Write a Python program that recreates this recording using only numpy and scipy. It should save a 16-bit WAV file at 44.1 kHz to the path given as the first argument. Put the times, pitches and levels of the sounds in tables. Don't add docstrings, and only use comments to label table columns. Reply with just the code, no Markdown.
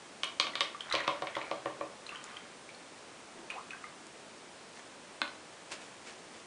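import sys
import numpy as np
from scipy import signal
from scipy.fft import rfft, irfft, next_fast_len
from scipy.io import wavfile

SR = 44100
rng = np.random.default_rng(int(sys.argv[2]) if len(sys.argv) > 2 else 0)


def generate_wav(signal):
    frames = np.transpose(np.atleast_2d(signal))
    scaled = np.clip(frames, -1, 1) * 32767
    pcm = np.round(scaled).astype(np.int16)
    wavfile.write(sys.argv[1], SR, pcm)


N = 285282
TIME = np.arange(N) / SR
RING_TIME = TIME[:SR // 2]
TOP_HZ = 10250

# pitch_hz, level_db, t60_s
JAR_ON_TABLE = [(133.4, -29.5, 0.21), (311, -24.5, 0.079), (570, -9, 0.042), (745.7, -15, 0.046),
                (920, -10, 0.031), (1059, -2.5, 0.027), (1156, -2, 0.035), (1405, -4, 0.013),
                (1845, -7, 0.027), (2145, -5.5, 0.025), (2360, -1.5, 0.015), (2600, -5.5, 0.02),
                (2957, -1, 0.016), (3280, -1, 0.016), (3690, -2.5, 0.025), (4100, -2.5, 0.017),
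                (4606, 0, 0.0095), (5300, -2, 0.0065), (6250, -0.5, 0.0046), (7570, -11, 0.005),
                (8500, -11, 0.0024)]
# start_s, level_db, pitch_hz
DROPS = [(.536, -36.5, 1930), (.747, -34, 1160), (0.807, -26.5, 3140), (0.9, -34, 3830), (.914, -29, 1980),
         (.9250, -19.5, 3950), (1.005, -30.5, 1890), (1.352, -29.5, 2020), (1.353, -31.5, 3280),
         (2.066, -32.5, 4100), (2.092, -32, 2650), (2.124, -39, 1150), (2.158, -33.5, 3040),
         (2.368, -32, 3090), (2.691, -40.5, 2300), (2.747, -41, 4200), (3.502, -27.5, 2450),
         (3.507, -32.5, 2750), (3.707, -31, 2490), (3.733, -34.5, 1565), (3.840, -37.5, 1213),
         (3.842, -36, 2040)]


def amp(db):
    return 10 ** (np.asarray(db) / 20)


def unit_rms(x):
    return x / np.sqrt(np.mean(x ** 2) + 1e-20)


def curve_at(points, hz):
    knots_hz, values = np.transpose(points)
    return np.interp(np.log(hz + 1), np.log(knots_hz), values)


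def add(track, start_s, sound):
    part = track[round(start_s * SR):][:len(sound)]
    part += sound[:len(part)]


def swell(movements, attack_share, depth_db=19.5):
    power = np.zeros(N)
    for peak_s, db, length_s in movements:
        away = np.maximum((peak_s - TIME) / attack_share, (TIME - peak_s) / (1 - attack_share))
        power += amp(db - depth_db * np.minimum(away / length_s, 10)) ** 2
    return np.sqrt(power)


def coloured(x, spectrum):
    size = 2 * next_fast_len(len(x))
    cepstrum = irfft(np.log(amp(curve_at(spectrum, np.fft.rfftfreq(size, 1 / SR)))))
    cepstrum[1:size // 2] *= 2
    cepstrum[size // 2 + 1:] = 0
    return irfft(rfft(x, size) * np.exp(rfft(cepstrum)))[:len(x)]


def noise(spectrum):
    return unit_rms(coloured(rng.standard_normal(N), spectrum))


def burst(t60_s):
    return rng.standard_normal(len(RING_TIME)) * amp(-60 * RING_TIME / t60_s)


def ring(modes, scatter_db):
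    hz, db, t60_s = np.transpose(modes)[:, :, None]
    signs = (-1) ** np.arange(len(db))[:, None]
    strength = signs * amp(db + scatter_db * rng.standard_normal(db.shape))
    return np.sum(strength * amp(-60 * RING_TIME / t60_s) * np.sin(2 * np.pi * hz * RING_TIME), axis=0)


def room_noise():
    # frequency_hz, density_db
    spectrum = [(15, -51), (25, -26), (156, -6), (181, -3.5), (233, -1.5), (322, -1), (519, -1.5),
                (560, -1), (924, -3.5), (1560, -6.5), (2170, -8), (3240, -10.5), (4370, -12.5),
                (8600, -15.5), (10000, -18.5), (13000, -105.5), (22000, -120)]
    return noise(spectrum)


def in_room(x, wet_db, standing_db=-55, wall_db=-11, wall_delay_s=0.0122):
    # frequency_hz, t60_s
    decay_times = [(150, 0.31), (400, 0.56), (1000, 0.32), (3000, 0.32), (8000, 0.31)]
    # frequency_hz, gain_db
    tail_colour = [(120, -4), (250, -4.5), (450, -3.5), (900, 0), (2500, 0), (9000, -5)]
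    # pitch_hz, level_db, t60_s
    standing_waves = [(135, -11.5, 0.24), (313.2, -2, 0.39), (398, 0.5, 0.47), (456, 0.5, 0.45),
                      (577, -6, 0.29), (648, -2, 0.58), (766, -7.5, 0.32), (907, -5.5, 0.33),
                      (1011, -9, 0.16), (1162, -9.5, 0.42), (1180, -12.5, 0.25)]
    hz, t, bands = signal.stft(rng.standard_normal(len(RING_TIME)), SR, nperseg=256)
    bands *= amp(-60 * t / curve_at(decay_times, hz)[:, None])
    tail = signal.istft(bands, SR, nperseg=256)[1][:len(RING_TIME)]
    tail *= 1 - np.exp(-RING_TIME / 0.003)
    echoes = amp(wet_db) * coloured(tail / np.linalg.norm(tail), tail_colour)
    echoes += amp(standing_db) * ring(standing_waves, scatter_db=1)
    direct = 1.0 * (RING_TIME == 0)
    add(echoes, wall_delay_s, amp(wall_db) * coloured(direct, [(600, 2.5), (1500, -7), (6000, -7.5)]))
    return signal.fftconvolve(x, direct + echoes)[:len(x)]


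def shuffles():
    # peak_s, level_db, length_s
    shifts = [(.463, -47, .075), (3.395, -52.5, .17)]
    # frequency_hz, density_db
    thud = [(25, -16), (130, -18), (230, 2.5), (450, -1.5), (800, -4.5), (2000, -25), (8000, -46)]
    return in_room(noise(thud) * swell(shifts, attack_share=0.48), wet_db=3)


def wipes(grain_db=3.5):
    # peak_s, level_db, length_s
    strokes = [(4.775, -52, 0.13), (5.724, -37, 0.069), (5.82, -52, .22), (6.078, -49, 0.18),
               (6.345, -54.5, .24)]
    # frequency_hz, density_db
    spectrum = [(100, -21), (350, 1.5), (1200, 2.5), (2600, 3), (4000, -1.5), (7000, -3.5), (10000, -9.5)]
    grain = amp(grain_db * noise([(300, 7), (1200, -21), (5000, -55)]))
    hiss = unit_rms(grain * noise(spectrum))
    return in_room(hiss * swell(strokes, attack_share=0.32), wet_db=-7)


def ticks():
    # start_s, peak_db
    contacts = [(0.243, -25.5), (2.241, -31), (4.068, -36)]
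    # frequency_hz, gain_db
    tick_colour = [(1000, -17), (4500, -2), (7200, 1), (10000, -3.5)]
    track = np.zeros(N)
    for start_s, db in contacts:
        tick = coloured(burst(t60_s=0.014), tick_colour)
        add(track, start_s, amp(db) * tick / np.abs(tick).max())
    return in_room(track, wet_db=-3)


def bubble(hz, cycles, rise_octaves, attack_s=0.00018):
    t60_s = cycles / hz
    t = RING_TIME[:int(t60_s * SR) + 2]
    pitch_hz = hz * 2 ** (rise_octaves * t / t60_s)
    wave = np.sin(2 * np.pi * np.cumsum(pitch_hz) / SR)
    return wave * amp(-60 * t / t60_s) * (1 - np.exp(-t / attack_s))


def slosh(count=3200, until_s=4.0, centre_hz=2100, log_spread=0.49, scatter_db=4):
    # peak_s, relative_db, length_s
    stirs = [(.45, -58, 0.11), (.945, -40, 0.21), (1.05, -46.5, 0.35), (1.42, -55, 0.79), (2.14, -54, .25),
             (2.30, -55.5, 0.48)]
    crowd = np.zeros(N)
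    for start_s, pitch, size in zip(rng.uniform(0, until_s, count), *rng.standard_normal((2, count))):
        hz = np.clip(centre_hz * np.exp(log_spread * pitch), 1000, TOP_HZ)
        add(crowd, start_s, amp(scatter_db * min(size, 2)) * bubble(hz, cycles=14, rise_octaves=0.25))
    wakes = swell([(start_s, db - 26, 0.14) for start_s, db, _ in DROPS], attack_share=0.073)
    motion = np.hypot(swell(stirs, attack_share=0.41), wakes)
    return in_room(crowd / np.std(crowd[crowd != 0]) * motion, wet_db=-5)


def glug(peak_s=3.585, level_db=-40, length_s=0.08, pitch_hz=1014, octaves_per_s=18.8, froth=0.83):
    hz = pitch_hz * 2 ** np.clip(octaves_per_s * (TIME - peak_s), -0.6, 0.35)
    flutter = [noise([(170, 0), (340, -14), (1360, -50)]) for _ in range(2)]
    modulation = 1 + froth * (flutter[0] + 1j * flutter[1])
    cavity = modulation * np.exp(2j * np.pi * np.cumsum(hz) / SR)
    envelope = swell([(peak_s, level_db, length_s)], attack_share=0.64)
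    return in_room(envelope * unit_rms(cavity.real), wet_db=-8.5)


def drops(splat_db=-10):
    track = np.zeros(N)
    for start_s, db, hz in DROPS:
        splat = coloured(burst(t60_s=0.03), [(hz / 4, -10), (hz, 5), (2 * hz, -5), (4 * hz, -10)])
        plink = amp(splat_db) * splat
        add(plink, 0, bubble(hz, cycles=59, rise_octaves=0.16))
        add(track, start_s, in_room(amp(db) * plink, wet_db=-4))
    return track


def strikes(blows, modes, crack_db, crack_t60_s, wet_db, click_db):
    track = np.zeros(N)
    for start_s, peak_db, bass_db, treble_db, click_hz in blows:
        crack = amp(crack_db) * burst(crack_t60_s)
        contact = [(60, bass_db - 17.5), (150, bass_db), (600, bass_db), (1150, 0.46 * bass_db),
                   (2600, 0.0066), (7000, treble_db)]
        blow = coloured(ring(modes, scatter_db=2) + crack, contact)
        blow = coloured(blow, [(click_hz / 1.52, 0), (click_hz, click_db), (click_hz * 1.43, 0)])
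        add(track, start_s, in_room(amp(peak_db) * blow / np.abs(blow).max(), wet_db))
    return track


def table_taps():
    # start_s, peak_db, bass_db, treble_db, click_hz
    taps = [(5.2167, -15.5, 2.5, 0.5, 1500), (5.2775, -32, 6, 0, 3800)]
    # pitch_hz, level_db, t60_s
    modes = [(243, -22, .1), (310, -17, 0.08), (565, -15, 0.061), (940, -2, 0.01), (1130, -1.5, 0.022),
             (1503, -2, 0.025), (1910, -4.5, 0.01), (2110, -4, 0.024), (2556, -1, 0.025), (3060, -1, 0.011),
             (3480, -1, 0.017), (4100, 0.5, 0.014), (5170, -6.5, 0.0038), (7500, -13, 0.0016)]
    return strikes(taps, modes, crack_db=-4.5, crack_t60_s=0.0035, wet_db=-3.5, click_db=-0.5)


def dabs(gentle_db=-22, bass_db=18.5, bass_loss_per_db=1.06, bottom_hz=1030):
    # start_s, peak_db, treble_db
    contacts = [(0.9411, -22, -5), (1.0776, -15, -6.5), (1.2211, -22.5, -5), (1.3662, -23, -11),
                (1.5124, -21.5, -10), (1.6573, -22, -20), (1.8095, -23.5, -36)]
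    blows = [(start_s, db, bass_db - bass_loss_per_db * (db - gentle_db), treble_db, bottom_hz)
             for start_s, db, treble_db in contacts]
    return strikes(blows, JAR_ON_TABLE, crack_db=-13, crack_t60_s=0.036, wet_db=-1, click_db=2.5)


def clinks(firm_db=-12.5, bass_db=-3):
    # start_s, peak_db, click_hz
    contacts = [(0.2332, -17, 2900), (0.3986, -11, 4440), (0.4678, -23.5, 3300), (0.554, -19.5, 3830),
                (.6068, -13.5, 2840), (.9510, -16.5, 3240), (1.2700, -27.5, 2190), (1.4143, -29, 2300)]
    blows = [(start_s, db, bass_db, db - firm_db, click_hz) for start_s, db, click_hz in contacts]
    return strikes(blows, JAR_ON_TABLE, crack_db=-13, crack_t60_s=0.051, wet_db=-0.5, click_db=4.5)


def scene():
    jar = clinks() + dabs()
    table = table_taps()
    water_and_ticks = drops() + ticks() + glug() + amp(3.5) * slosh()
    rubbing = wipes() + shuffles()
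    return (jar + table + water_and_ticks + rubbing + amp(-52) * room_noise())[None]


def record(dry):
    low_pass = signal.firwin(255, TOP_HZ, fs=SR)
    return signal.fftconvolve(dry, low_pass[None], mode="same", axes=1)


dry = scene()
out = record(dry)
generate_wav(out)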